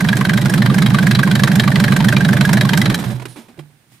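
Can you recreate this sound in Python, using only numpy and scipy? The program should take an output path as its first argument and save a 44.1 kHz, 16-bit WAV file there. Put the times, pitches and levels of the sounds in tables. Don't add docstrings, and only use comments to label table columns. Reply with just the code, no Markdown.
import sys
import numpy as np
from scipy import signal
from scipy.fft import rfft, irfft, next_fast_len
from scipy.io import wavfile
from scipy.ndimage import map_coordinates

SR = 44100
rng = np.random.default_rng(int(sys.argv[2]) if len(sys.argv) > 2 else 0)


def file_out(sig):
    cols = np.atleast_2d(sig).T
    lim = np.clip(cols, -1, 1)
    pcm = np.round(lim * 32767).astype(np.int16)
    wavfile.write(sys.argv[1], SR, pcm)


N = 176400
TIME_S = np.arange(N) / SR
FUEL_CUT_S = 2.96
KNOCK_RISE_S, CRACK_RISE_S = 0.00062, 0.00061
KNOCK_WIDTH, CLACK_WIDTH = 0.61, 0.37


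def amp(db):
    return 10 ** (np.asarray(db) / 20)


def unit(x):
    return x / np.sqrt(np.mean(np.abs(x) ** 2) + 1e-20)


def curve(rows, at_s=TIME_S):
    return np.interp(at_s, *np.transpose(rows))


def wobble(knots_per_s):
    return map_coordinates(rng.standard_normal(N // 20), [TIME_S * knots_per_s], mode="wrap")


def colour(points):
    hz, db = np.transpose(points)
    return lambda f: amp(np.interp(np.log(f + 1), np.log(hz + 1), db))


def body(modes):
    return lambda f: sum((-1) ** k * amp(db) * 1j * f * bw / (hz * hz - f * f + 1j * f * bw)
                         for k, (hz, bw, db) in enumerate(modes))


def filtered(x, response):
    size = next_fast_len(N + SR // 2)
    return irfft(rfft(x, size) * response(np.fft.rfftfreq(size, 1 / SR)), size)[..., :N]


def rattle(envelope, response, width, mono_below_hz=990):
    mid, side = rng.standard_normal((2, N))
    side = width * filtered(side, lambda f: f / np.hypot(f, mono_below_hz))
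    pair = np.array([mid + side, mid - side])
    return filtered(pair * envelope, lambda f: unit(response(f)))


def bursts(blows, rise_s):
    power, t = np.zeros(N + SR), np.arange(SR // 2) / SR
    for at_s, db, t60_s in blows:
        envelope = amp(db - 60 * t / t60_s) * (1 - np.exp(-t / rise_s))
        power[max(0, round(at_s * SR)):][:len(t)] += envelope ** 2
    return np.sqrt(power[:N])


def struck_mode(at_s, hz, db, rise_s, t60_s):
    return bursts([(at_s, db, t60_s)], rise_s) * np.sin(2 * np.pi * hz * (TIME_S - at_s))


# f/Hz, density/dB
AIR_SPECTRUM = [(15, -49), (25, -10), (75, -17.5), (113, 11.5), (331, -3.5), (445, -15.5), (2060, -7.5),
                (6050, -15), (9050, -15.5), (13500, -22), (15500, -8)]
# t/s, level/dB
AIR_ENVELOPE = [(3.75, -56), (3.89, -56), (3.94, -47), (4, -53.5)]


def open_air():
    return rattle(amp(curve(AIR_ENVELOPE)), colour(AIR_SPECTRUM), width=1)


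# f/Hz, density/dB
SIGH_SPECTRUM = [(1000, -15), (4000, -1.5), (8000, -10.5), (9800, 0.5), (11000, -13), (15000, -17.5)]


def sigh():
    envelope = bursts([(3.276, -39, .38)], rise_s=.015)
    return rattle(envelope, colour(SIGH_SPECTRUM), CLACK_WIDTH)


# f/Hz, density/dB
CHURN_SPECTRUM = [(25, -10.5), (60, -8.5), (120, 6), (200, 0), (270, 1.5), (350, -2), (480, -10), (800, -9),
                  (1300, -17.5), (1600, -12.5), (2700, -23.5), (3900, -22), (6300, -34.5), (9300, -36),
                  (13000, -44), (16000, -56.5)]
# t/s, level/dB
SPIN_ENVELOPE = [(0, -23.5), (1, -22), (2.9, -21), (3.02, -26.5), (3.13, -30), (3.18, -37.5), (3.27, -41.5),
                 (3.34, -46.5), (3.42, -55), (3.47, -55), (3.56, -51), (3.7, -54), (4, -65.5)]


def churn(grit_db=2.5):
    level_db = curve(SPIN_ENVELOPE) + grit_db * wobble(knots_per_s=260)
    return rattle(amp(level_db), colour(CHURN_SPECTRUM), width=1)


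# f/Hz, bandwidth/Hz, gain/dB
BLOCK_MODES = [(467, 47, -9.5), (589, 21.4, -2.5), (966, 445, -8), (1198, 250, -4.5), (1595, 138, -0.5),
               (1800, 206, -0.5), (2050, 490, -6)]
HEAD_MODES = [(2340, 95, 7.5), (3267, 390, 6), (4033, 370, 7), (4510, 810, 2)]
INJECTOR_PIPE_MODES = [(5360, 1300, 2.5), (6540, 120, 3.5), (7230, 430, 0.5), (9470, 950, 0.5),
                       (12600, 1600, -4)]


def tappets(count=190, until_s=3.2, scatter_db=13, t60_s=0.028):
    jitter, softness = rng.random((count, 2)).T
    times_s = (np.arange(count) + jitter) / count * until_s
    levels_db = curve(SPIN_ENVELOPE, times_s) - 4 - scatter_db * softness
    taps = bursts([(at_s, db, t60_s) for at_s, db in zip(times_s, levels_db)], CRACK_RISE_S)
    return rattle(taps, body(BLOCK_MODES + HEAD_MODES + INJECTOR_PIPE_MODES), CLACK_WIDTH)


# t/s, thud/dB, T60/s, ring/dB
CLUNK_HITS = [(2.987, -23.5, 0.15, -31.5), (3.039, -19, 0.073, -30), (3.075, -35, 0.092, -37),
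              (3.101, -28.5, .12, -35.5), (3.149, -36.5, 0.089, -40), (3.196, -28, 0.068, -45.5),
              (3.219, -25.5, .055, -41), (3.254, -18, 0.045, -31), (3.359, -35.5, 0.36, -47.5),
              (3.384, -40, 0.071, -54.5), (3.483, -41.5, 0.2, -60), (3.575, -43.5, 0.069, -54.5),
              (3.589, -30, 0.071, -45), (3.917, -50, 0.055, -50)]
# f/Hz, density/dB
THUD_SPECTRUM = [(60, -22), (200, 1), (350, 8), (560, -2), (900, 1), (1500, -6), (2400, -7), (4500, -15),
                 (7000, -21), (15000, -34)]


def clunks():
    thud = bursts([(at_s, db, t60_s) for at_s, db, t60_s, _ in CLUNK_HITS], rise_s=0.0015)
    ring = bursts([(at_s, db + 5, t60_s) for at_s, _, t60_s, db in CLUNK_HITS], rise_s=0.0074)
    return (rattle(thud, colour(THUD_SPECTRUM), KNOCK_WIDTH)
            + rattle(ring, body(HEAD_MODES + INJECTOR_PIPE_MODES), CLACK_WIDTH))


# t/s, f/Hz, level/dB, rise/s, T60/s
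SHUDDER_MODES = [(2.932, 174, -12, 0.02, 0.46), (2.973, 212, -9, .012, 0.21),
                 (3.058, 120.4, -11, 0.0076, 0.39), (3.063, 187.4, -12, 0.0084, 0.22),
                 (3.099, 212, -16, 0.006, 0.18), (3.1, 573, -26, .01, 0.19),
                 (3.139, 124.2, -12, 0.0057, 0.36), (3.365, 291, -21, 0.015, 0.09),
                 (3.384, 229.4, -23, .0088, .11), (3.486, 233.5, -34.5, 0.0037, 0.17),
                 (3.583, 147, -26.5, 0.0039, 0.35), (3.58, 341, -25, 0.0067, 0.083),
                 (3.583, 572, -32.5, 0.006, .07)]


def shudders():
    return sum(struck_mode(*mode) for mode in SHUDDER_MODES)


# t/s, firing rate/Hz
FIRING_RATE = [(0, 24.27), (.35, 24.43), (.7, 24.62), (1.15, 24.4), (1.6, 24.8), (2.1, 24.37), (2.6, 25.04),
               (2.8, 24.04), (2.95, 22.95)]


def crank(first_s=.005):
    firing_count = np.cumsum(curve(FIRING_RATE)) / SR
    times_s = first_s + np.interp(np.arange(int(firing_count[-1])), firing_count, TIME_S)
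    return firing_count, times_s[times_s < FUEL_CUT_S]


# t/s, gain/dB
EFFORT_GAIN = [(0, -0.5), (.2, -2), (.45, -1), (.7, 1.5), (1.25, 0.5), (1.85, 1), (2.5, 1), (2.96, -1.5)]
# multiple of firing rate, level/dB
HUM_ORDERS = [(1, -44.5), (3, -50.5), (4, -31), (11, -31), (15, -39), (19, -46.5)]


def hum(firing_count, fade_s=0.037):
    tones = sum(amp(db) * np.sin(2 * np.pi * order * firing_count) for order, db in HUM_ORDERS)
    running = np.clip((FUEL_CUT_S - TIME_S) / fade_s, 0, 1)
    return tones * amp(curve(EFFORT_GAIN)) * running


# delay/ms, f/Hz, level/dB of the low puff, then of the high puff
CYLINDER_PUFFS = [(20.57, 130.5, -15, 32, 190.8, -7.5), (26.13, 148, -11.5, 20.1, 150, -15.5),
                  (28.8, 128.6, -11, 24.96, 199.2, -6), (28.78, 132, -8.5, 34.3, 210, -20),
                  (30.3, 125, -10, 35, 193.8, -7.5), (19.2, 134.0, -9.5, 23.4, 180, -20.5)]


def boom(firings_s, rise_ms=19.5, fall_ms=22, glide_hz_per_ms=1):
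    out = np.zeros(N)
    for k, at_s in enumerate(firings_s[:-1]):
        puffs = np.reshape(CYLINDER_PUFFS[k % len(CYLINDER_PUFFS)], (2, 3))
        near = slice(max(0, int(at_s * SR) - SR // 20), int(at_s * SR) + SR // 8)
        for delay_ms, hz, db in puffs:
            ms = (TIME_S[near] - at_s) * 1000 - delay_ms
            swell = np.exp(-(ms / np.where(ms < 0, rise_ms, fall_ms)) ** 2)
            cycles = (hz + glide_hz_per_ms * ms / 2) * ms / 1000
            out[near] += amp(rng.normal(db, .5)) * swell * np.cos(2 * np.pi * cycles)
    return out * amp(0.5 + curve(EFFORT_GAIN))


# t/s, f/Hz, level/dB
HEAD_PINGS = [(1.149, 3960, -9), (2.857, 4020, -14), (2.944, 3910, -14.5)]


def pings():
    return sum(struck_mode(*ping, KNOCK_RISE_S, t60_s=0.053) for ping in HEAD_PINGS)


# f/Hz, level re head clack/dB, T60/s
HEAD_OVERTONES = [(3144, -8, 0.054), (3430, -11.5, .04), (3934, -8.5, 0.063)]
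# t/s, block/dB, head/dB, crack/dB, ring f/Hz, ring/dB
COMBUSTION_KNOCKS = [(0.0058, -14, -24, -20.5, 1583, -11.5), (0.0456, -15, -28, -28.5, 1850, -19),
                     (0.0866, -11, -10, -29, 1576, -13), (0.129, -12.5, -23.5, -31, 1652, -6),
                     (0.1683, -20, -22, -18.5, 1600, -17), (0.2098, -11, -34.5, -30.5, 1050, -14),
                     (0.25, -13.0, -15.5, -25, 1542, -10), (0.2934, -9, -16.5, -29.5, 1640, -9),
                     (0.3346, -19, -19, -22.5, 1550, -11.5), (0.3744, -11.5, -15.5, -24.5, 1570, -26.5),
                     (0.4147, -25.5, -22.5, -23, 1970, -22), (0.4563, -16, -21, -22.5, 1440, -17.5),
                     (0.4968, -18.5, -32.5, -20.5, 1660, -12.5), (0.5373, -10.5, -18.5, -17.5, 1580, -13),
                     (0.5781, -20.5, -20, -24.5, 1310, -18.5), (0.6201, -13.5, -17, -31, 1800, -8.5),
                     (0.6596, -11.5, -14.5, -32.5, 1580, -14), (0.6998, -21, -23, -32.5, 1180, -12),
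                     (0.7424, -15.5, -29.5, -20, 1580, -13), (0.7826, -13, -21, -22.5, 1697, -14.5),
                     (0.8204, -15.5, -16.5, -21, 1260, -14), (0.8612, -14, -12, -22, 2170, -15),
                     (0.9028, -18.0, -25, -31, 1700, -20.5), (0.9446, -11, -16, -29, 1166, -7.5),
                     (0.9855, -14, -18, -25, 1540, -5), (1.0273, -16, -28.5, -25.5, 1650, -17.5),
                     (1.0678, -11.5, -21, -21, 1637, -9.5), (1.1101, -12.5, -9.5, -20.5, 1640, -8),
                     (1.1499, -13.5, -10, -26, 1637, -13.5), (1.1901, -10.5, -12, -28, 1150, -11),
                     (1.2318, -15, -27, -21.5, 1580, -3.5), (1.2734, -15.5, -29.5, -36, 1040, -15),
                     (1.312, -17, -13, -23, 1526, -10.5), (1.3527, -11.5, -11.5, -18.5, 1667, -14.5),
                     (1.3945, -15, -20, -23.5, 1690, -10), (1.4345, -10.5, -11.5, -17.5, 1140, -11.5),
                     (1.4748, -10.5, -21.5, -22.5, 1567, -7.5), (1.5151, -16, -20.5, -24.5, 1670, -15.5),
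                     (1.5545, -14.5, -21.5, -17.5, 1530, -15.0), (1.5964, -11, -8, -19.5, 1742, -5),
                     (1.6369, -15, -25.5, -28.5, 1693, -11), (1.6766, -12, -14.5, -35, 1156, -8.5),
                     (1.7174, -17.5, -21.5, -27, 1805, -11.5), (1.757, -10, -14.5, -31, 1990, -15),
                     (1.7993, -11.5, -17, -20.5, 1564, -13.5), (1.8392, -9.0, -13.5, -22, 1760, -7.5),
                     (1.88, -14.5, -23.5, -26.5, 1665, -11), (1.9209, -10, -16.5, -28, 1580, -14.5),
                     (1.963, -14.5, -17.5, -19, 1570, -7), (2.003, -15.5, -19, -32.5, 917, -11),
                     (2.0444, -14.5, -20.5, -20.5, 1530, -11), (2.0848, -12, -12.5, -19, 1754, -7),
                     (2.125, -10, -26, -24, 1565, -5.5), (2.1652, -12.0, -13.5, -28, 2380, -11),
                     (2.2065, -16, -24.5, -27, 1595, -8.5), (2.2477, -13, -17.0, -26.5, 1710, -14),
                     (2.2882, -12, -27, -25.5, 1557, -7), (2.3304, -13, -19, -22, 1740, -11.5),
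                     (2.3681, -14.0, -22.5, -30, 1540, -10), (2.4091, -9, -11, -21.5, 1508, -11),
                     (2.4503, -18, -17, -20.5, 1642, -4.5), (2.491, -12.5, -18, -24.5, 945, -13.0),
                     (2.5306, -9.5, -19.5, -15, 1550, -6.5), (2.5706, -14.5, -17.5, -25.5, 1720, -9),
                     (2.6094, -10.5, -10, -18, 1690, -11.5), (2.6508, -20, -18, -27.0, 1090, -11.5),
                     (2.6907, -14.5, -12, -23, 1570, -12), (2.7329, -9, -10.5, -28, 920, -12.5),
                     (2.7737, -13, -18.5, -15, 1570, -10.5), (2.815, -15, -16.5, -19.5, 2004, -9.5),
                     (2.8565, -11.5, -13.5, -30, 1680, -16.5), (2.8993, -13, -18.5, -27, 1500, -16),
                     (2.9432, -17.5, -14, -17.5, 1733, -10.5)]


def ringing(casting_t60_s=.052, detune=.03, scatter_db=7.5):
    out, t = np.zeros(N + SR), np.arange(SR // 8) / SR
    for at_s, _, head_db, _, ring_hz, ring_db in COMBUSTION_KNOCKS:
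        modes = [(ring_hz, ring_db + 1, casting_t60_s)]
        for hz, db, t60_s in HEAD_OVERTONES:
            strength, tuning = rng.uniform(-1, 1, 2)
            modes.append((hz * (1 + detune * tuning), head_db + db + scatter_db * strength, t60_s))
        ring = sum(amp(db - 60 * t / t60_s) * np.sin(2 * np.pi * hz * t) for hz, db, t60_s in modes)
        out[round(at_s * SR):][:len(t)] += ring * (1 - np.exp(-t / KNOCK_RISE_S))
    return out[:N]


def knocks(injector_lead_s=0.0031, chatter_db=2.5):
    ticks, blows, clacks, cracks = [], [], [], []  # t/s, level/dB, T60/s
    for at_s, block_db, head_db, crack_db, _, _ in COMBUSTION_KNOCKS:
        ticks.append((at_s - injector_lead_s, -22, 0.017))
        blows.append((at_s, block_db + 1.5, 0.046))
        clacks.append((at_s, head_db - 1.5, 0.04))
        cracks.append((at_s, crack_db - 1, 0.054))
    chatter = unit(amp(chatter_db * wobble(knots_per_s=1100)))
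    block = rattle(bursts(blows, KNOCK_RISE_S), body(BLOCK_MODES), KNOCK_WIDTH)
    ring = ringing()
    head = rattle(chatter * bursts(clacks + ticks, KNOCK_RISE_S), body(HEAD_MODES), CLACK_WIDTH)
    pipes = rattle(chatter * bursts(cracks, CRACK_RISE_S), body(INJECTOR_PIPE_MODES), CLACK_WIDTH)
    return block + ring + head + pipes


def bay_reflections(x, t60_s=.07):
    t = np.arange(SR // 3) / SR
    tail = rng.standard_normal((2, len(t))) * amp(-60 * t / t60_s)
    return signal.fftconvolve(x, tail / np.linalg.norm(tail[0]), axes=1)[:, :N]


def scene():
    firing_count, firings_s = crank()
    clatter = knocks() + pings() + tappets()
    background = churn() + open_air()
    reflections = amp(-15) * bay_reflections(clatter)
    drone = hum(firing_count) + boom(firings_s)
    stopping = shudders() + clunks() + sigh()
    return background + stopping + drone + reflections + clatter


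# f/Hz, right minus left/dB
MIC_BALANCE = [(60, 2.5), (250, 2.5), (600, 1.5), (1500, 2), (4400, -1), (7700, -1.5), (8800, 32),
               (11500, 11.5), (12700, 13), (15000, 14.5)]
# f/Hz, gain/dB
MIC_ROLL_OFF = [(11500, -2), (13500, 1), (14600, -12.5), (15000, -4), (16000, -29.5)]
# t/s, left minus right/dB
MIC_SHADING = [(2.95, -1.5), (3.08, -4.5), (3.25, -7), (3.5, -3), (3.65, -6.5), (3.85, -3.5)]


def record(dry, ceiling=.96, hardness=8, top_hz=15900):
    def microphones(f):
        ratio = colour(MIC_BALANCE)(f)
        return 2 * np.array([1 / (1 + ratio), ratio / (1 + ratio)]) * colour(MIC_ROLL_OFF)(f)
    shaded = filtered(dry, microphones) * amp(np.outer([.5, -.5], curve(MIC_SHADING)))
    clipped = shaded / (1 + np.abs(shaded / ceiling) ** hardness) ** (1 / hardness)
    return filtered(clipped, lambda f: f < top_hz)


dry = scene()
out = record(dry)
file_out(out)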